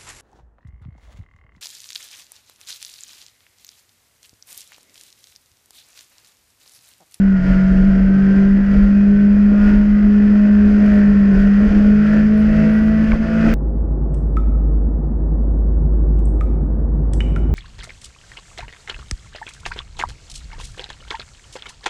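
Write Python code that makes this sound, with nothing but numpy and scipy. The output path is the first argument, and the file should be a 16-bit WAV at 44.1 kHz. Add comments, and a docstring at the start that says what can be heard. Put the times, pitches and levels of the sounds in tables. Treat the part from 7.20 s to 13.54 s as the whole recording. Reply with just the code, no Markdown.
"""A four-cylinder motorcycle climbs a mountain road, heard from just behind the handlebars.
The airbox booms at the firing rate; uneven cylinders, exhaust, valve gear and drive add a rasp.
Wind buffets the microphone, a second bike pulls away ahead, and a bump makes the fairing knock."""
import sys
import numpy as np
from scipy.fft import rfft, irfft, next_fast_len
from scipy.io import wavfile
from scipy.ndimage import uniform_filter1d, minimum_filter1d, map_coordinates

SR = 44100
rng = np.random.default_rng(int(sys.argv[2]) if len(sys.argv) > 2 else 0)


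def wrap_up_sound(samples):
    """Save the sound to the file named by the first command line argument, as 16-bit audio."""
    columns = np.atleast_2d(samples).T
    # keep every value between -1 and 1, then stretch to whole-number steps
    tamed = np.clip(columns, -1, 1)
    steps = np.round(tamed * 32767).astype(np.int16)
    wavfile.write(sys.argv[1], SR, steps)


N = 279594

# Each row: centre in seconds, half length in seconds, depth in dB.
BOOM_DIPS = [(.215, 0.088, 5.5), (.54, 0.023, 3.5), (1.45, 0.15, 3), (2.65, 0.33, 1.5), (4.49, 0.031, 9),
             (4.86, 0.13, 2.5), (5.33, .07, 2.5), (5.875, 0.027, 5), (5.97, 0.04, 10.5), (6.07, 0.082, 8)]
# Each row: centre in seconds, half length in seconds, bend in Hz.
BOOM_BENDS = [(.205, .05, -7.5), (.68, .05, 6.5), (4.15, 0.061, -5), (4.44, .04, 7.5), (4.5, .04, -4)]
# Each row: time in seconds, level between surges in dB.
THROB_LEVELS = [(.08, -50), (.25, -31), (1.1, -36.5), (2.0, -33.5), (2.5, -42.5), (3.7, -44.5), (4.15, -33),
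                (4.6, -37.5), (4.85, -27.5), (6.2, -26.5)]


def airbox(firings, firing_hz, surge_db, gust_db):
    """One near-pure swing per firing, loudest at resonance; unequal cylinders throb at 3/4 the rate."""
    resonance_hz, peak_db = 208.5, -9.5
    below_db_per_hz, above_db_per_hz = 0.09, 0.35
    detune_hz = firing_hz - resonance_hz
    loss_db = np.maximum(-below_db_per_hz * detune_hz, above_db_per_hz * detune_hz)
    boom_db = peak_db - loss_db - swells(BOOM_DIPS)
    shiver_db = amp(gust_db - 6.5) * wobble(35)  # gusts shake the note
    bend_turns = np.cumsum(swells(BOOM_BENDS)) / SR
    boom = np.sqrt(2) * np.sin(2 * np.pi * (firings + bend_turns))
    octave = amp(-26) * tone(2 * firings, waver_db=3.5, smear_rad=0.46, wander_hz=7.4)
    throb_db = curves(THROB_LEVELS)[0] + 1.2 * surge_db
    throb = amp(throb_db) * tone(firings * 3 / 4, waver_db=3.5, smear_rad=0.3, wander_hz=9)
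    return amp(boom_db + shiver_db) * (boom + octave) + throb


# Each row: multiple of the firing rate, relative level in dB.
EXHAUST_TONES = [(1.25, 0), (1.5, -3), (1.75, -5), (2.5, -3.5), (2.75, -6), (3, -0.5), (3.25, -13),
                 (3.5, -5)]
# Each row: frequency in Hz, gain in dB.
SILENCER_RESPONSE = [(250, 0), (400, 0), (520, -5.5), (610, 0.5), (660, 7), (700, -2.5), (780, -13.5)]


def exhaust(firings, surge_db):
    """Overtones of the four-firing cycle swell as they pass through the silencer's resonance."""
    tones = sum(amp(db) * tone(multiple * firings, waver_db=2.5, smear_rad=0.23, wander_hz=12)
                for multiple, db in EXHAUST_TONES)
    level_db = climb(-44, db_per_s=0.24) + 1.4 * surge_db
    return amp(level_db) * filtered(tones, lambda hz: gain_at(SILENCER_RESPONSE, hz))


# Each row: frequency in Hz, relative level in dB.
CASING_SPECTRUM = [(450, -6.5), (680, -12.5), (820, -10.5), (1200, -11), (1350, -0.5), (1560, 0),
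                   (1650, -6.5), (1750, -2), (1950, -3), (2150, -15), (2500, -10.5), (3600, -29),
                   (5000, -24.5), (13000, -67.5)]


def casing(firings, surge_db):
    """Valve gear rings the casing on overtones of the cycle, most on those of crank and firing."""
    cycles = firings / 4
    overtones = np.zeros(N)
    for k in range(9, 52):
        accent_db = 3.5 * (k % 2 == 0) + 1.1 * (k % 4 == 0)
        overtones += amp(accent_db) * tone(k * cycles, waver_db=5, smear_rad=0.48, wander_hz=5)
    beat = 1 + 0.52 * np.cos(2 * np.pi * cycles) + 0.48 * np.cos(4 * np.pi * cycles)
    clatter = amp(-4.5) * unit(beat * noise(CASING_SPECTRUM))
    level_db = climb(-40.5, db_per_s=0.5) + surge_db
    return amp(level_db) * (coloured(overtones, CASING_SPECTRUM) + clatter)


# Each row: centre in seconds, half length in seconds, multiple of the firing rate, peak in dB.
CRANK_WHINES = [(0.302, 0.39, 7.5, -38.5), (0.996, 0.37, 2, -32.5), (1.1, 0.4, 8, -38.5),
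                (2.49, 0.21, 3, -32), (3.302, .35, 3, -34.5), (3.396, 0.83, 8.5, -42.5),
                (3.73, 0.12, 3, -30), (5.6, 0.48, 9, -42)]


def whines(firings):
    """Single overtones of the crank stand out of the rasp for a moment."""
    out, t = np.zeros(N), np.arange(N) / SR
    edge_drop_db = 13
    for centre_s, half_s, multiple, peak_db in CRANK_WHINES:
        level_db = peak_db - edge_drop_db * ((t - centre_s) / half_s) ** 2
        out += amp(level_db) * tone(multiple * firings, waver_db=2, smear_rad=0.44, wander_hz=14)
    return out


# Each row: multiple of the firing rate, relative level in dB.
DRIVE_TONES = [(.315, -27.5), (2.62, -50.5), (5.3, -51.5)]


def drive(firings, surge_db):
    """Clutch and chain hum in step with the crank, louder as they pull."""
    hum = sum(amp(db) * tone(multiple * firings, waver_db=2.5, smear_rad=0.87, wander_hz=7)
              for multiple, db in DRIVE_TONES)
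    level_db = climb(-8, db_per_s=1.66) + 0.28 * surge_db
    return amp(level_db) * hum


# Each row: frequency in Hz, relative level in dB.
BUFFET_SPECTRUM = [(10, -13.5), (43, 3), (60, -8), (85, -18.5), (200, -30), (2000, -120)]
CHURN_SPECTRUM = [(60, -4.5), (150, -4), (270, 3), (380, -7.5), (620, -8), (800, -21), (5000, -88.5)]
HISS_SPECTRUM = [(400, -8.5), (650, -8), (850, -10), (1150, -9), (1450, 2), (1850, -3), (2200, -6.5),
                 (3000, -11), (3800, -22.5), (4950, -17), (5300, -21), (6300, -25), (8300, -36),
                 (13000, -47)]


def wind(surge_db, gust_db):
    """Gusts thump the microphone, churn around the fairing and hiss over its edges."""
    eddies = noise(BUFFET_SPECTRUM)
    buffet = amp(-26.5 + gust_db) * eddies
    hiss_db = climb(-44, db_per_s=0.92) + 0.7 * surge_db + 0.36 * gust_db
    churn_db = -29.5 + 0.16 * (gust_db - gust_db.mean()) + 0.5 * (hiss_db - hiss_db.mean())
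    churn = amp(churn_db + 2.6 * wobble(18)) * noise(CHURN_SPECTRUM)
    flutter = unit(amp(0.34 * eddies + 0.83 * wobble(90)))  # eddies roughen the hiss
    hiss = amp(hiss_db) * flutter * noise(HISS_SPECTRUM)
    return buffet + churn + hiss


# Each row: time in seconds, pitch in Hz, level in dB.
BIKE_AHEAD = [(3.4, 409, -52.5), (3.75, 415.8, -29.5), (4, 423.4, -43), (4.5, 447, -37), (5, 463, -36),
              (5.5, 489, -39), (6.1, 509, -38.5)]


def bike_ahead():
    """A higher-revving engine, of which only the firing tone carries."""
    hz, db = curves(BIKE_AHEAD)
    return amp(db) * tone(np.cumsum(hz) / SR, waver_db=4.5, smear_rad=0.2, wander_hz=13)


# Each row: start in seconds, level in dB, ring frequency in Hz, T60 in seconds.
FAIRING_MODES = [(5.919, -14.5, 2200, 0.016), (5.919, -10.5, 1560, 0.0078), (5.931, -19, 1096, 0.026),
                 (5.934, -22.5, 835, 0.021), (5.937, -9, 102, 0.025)]


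def fairing_knock():
    """A bump sets the plastic fairing ringing briefly."""
    out, t = np.zeros(N + SR), np.arange(SR // 10) / SR
    attack = 1 - np.exp(-t / 0.00024)
    for start_s, db, hz, t60_s in FAIRING_MODES:
        ring = amp(db - 60 * t / t60_s) * np.sin(2 * np.pi * hz * t)
        out[round(start_s * SR):][:len(t)] += attack * ring
    return out[:N]


# Each row: start in seconds, length in seconds, typical tick peak in dB.
TICK_SPELLS = [(3.645, .06, -55), (3.724, .08, -61.5), (5.176, .03, -50.5), (5.493, .2, -59)]


def ticking():
    """Faint, dry, high ticks come in short spells."""
    ticks_per_s, scatter_db, t60_s = 110, 1, 0.016
    envelope, t = np.zeros(N + SR), np.arange(SR // 10) / SR
    for start_s, length_s, db in TICK_SPELLS:
        gaps_s = rng.exponential(1 / ticks_per_s, size=40)
        peaks_db = rng.normal(db, scatter_db, size=40)
        for delay_s, peak_db in zip(np.cumsum(gaps_s) - gaps_s[0], peaks_db):
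            if delay_s < length_s:
                envelope[round((start_s + delay_s) * SR):][:len(t)] += amp(peak_db - 60 * t / t60_s)
    return envelope[:N] * noise([(8000, -22), (9800, -3.5), (12500, -12.5), (14000, -16)])


def amp(db):
    """Decibels to gain."""
    return 10 ** (np.asarray(db) / 20)


def unit(x):
    """Scale to rms 1."""
    return x / np.sqrt(np.mean(x ** 2) + 1e-20)


def gain_at(spectrum, hz):
    """Gain from (Hz, dB) points on a log frequency axis."""
    points_hz, db = np.transpose(spectrum)
    return amp(np.interp(np.log(hz + 1), np.log(points_hz + 1), db))


def curves(rows):
    """One value per sample for each column after the time."""
    times_s, *columns = np.transpose(rows)
    return [np.interp(np.arange(N) / SR, times_s, column) for column in columns]


def swells(rows):
    """Sum of raised-cosine humps, one per row."""
    t = np.arange(N) / SR
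    return sum(height * np.cos(np.pi / 2 * np.clip((t - centre_s) / half_s, -1, 1)) ** 2
               for centre_s, half_s, height in rows)


def climb(start_db, db_per_s):
    """A level that grows steadily as the bike gathers pace."""
    return start_db + db_per_s * np.arange(N) / SR


def wobble(knots_per_s):
    """A smooth random curve."""
    grid = np.linspace(0, N, 2000)
    knots = rng.standard_normal(1000)
    spline = map_coordinates(knots, [grid * knots_per_s / SR], mode="mirror")
    return np.interp(np.arange(N), grid, spline)


def tone(turns, waver_db, smear_rad, wander_hz):
    """A partial of rms 1 whose level and phase wander."""
    phase = 2 * np.pi * (turns + rng.random()) + smear_rad * wobble(wander_hz)
    return unit(amp(waver_db * wobble(wander_hz)) * np.sin(phase))


def filtered(x, response):
    """Zero-phase filter with gain response(hz)."""
    size = next_fast_len(N + SR // 4)
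    hz = np.fft.rfftfreq(size, 1 / SR)
    return irfft(rfft(x, size) * response(hz), size)[:N]


def coloured(x, spectrum):
    """x shaped by (Hz, dB) points, at rms 1."""
    return unit(filtered(x, lambda hz: gain_at(spectrum, hz)))


def noise(spectrum):
    """Coloured noise at rms 1."""
    return coloured(rng.standard_normal(N), spectrum)


# Each row: time in seconds, firing rate in Hz.
FIRING_RATES = [(0.04, 196), (0.21, 188.7), (0.49, 188.7), (1.0, 194), (1.6, 200.1), (2.51, 206.2),
                (3.69, 206.6), (4.16, 198.4), (4.51, 205.1), (4.99, 211.8), (5.6, 215.9), (6.28, 222.6)]
# Each row: centre in seconds, half length in seconds, casing swell in dB.
# Negative where rasp and hiss briefly duck after the knock.
LEVEL_SURGES = [(.36, .3, 5.5), (1.12, 0.29, 3.5), (1.58, .2, 1), (2.47, 0.14, 5), (3.15, 0.39, 1.5),
                (3.72, 0.31, 4.5), (4.35, 0.56, 1.5), (4.92, 0.19, 4.5), (5.4, 0.28, 4), (5.99, .05, -6),
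                (6.26, 0.22, 5.5)]
# Each row: centre in seconds, half length in seconds, buffet rise in dB.
WIND_GUSTS = [(.29, .13, 11.5), (.65, 0.38, 10), (1.17, 0.25, 5.5), (1.59, .2, 11), (2.52, 0.24, 8),
              (3.5, .12, 5.5), (3.77, 0.096, 2), (4.2, .1, 11.5), (4.53, 0.25, 9.5), (4.95, 0.14, 4),
              (5.35, .1, 2.5), (5.93, 0.2, 7), (6.29, 0.12, 9)]


def scene():
    """One crank times the bike's tones; rasp and hiss share the same surges."""
    firing_hz = curves(FIRING_RATES)[0]
    firings = np.cumsum(firing_hz) / SR
    surge_db, gust_db = swells(LEVEL_SURGES), swells(WIND_GUSTS)
    engine = airbox(firings, firing_hz, surge_db, gust_db) + exhaust(firings, surge_db)
    gears = drive(firings, surge_db) + casing(firings, surge_db) + whines(firings)
    background = bike_ahead() + wind(surge_db, gust_db) + fairing_knock() + ticking()
    return (engine + gears + background)[None]


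def record(dry):
    """Peak limiter, then a brick-wall low-pass."""
    ceiling, hold_samples, cutoff_hz = 0.8, SR // 50, 13500
    needed_gain = np.minimum(1, ceiling / (np.abs(dry[0]) + 1e-9))
    gain = uniform_filter1d(minimum_filter1d(needed_gain, hold_samples), hold_samples)
    return filtered(dry[0] * gain, lambda hz: hz < cutoff_hz)[None]


dry = scene()
out = record(dry)
wrap_up_sound(out)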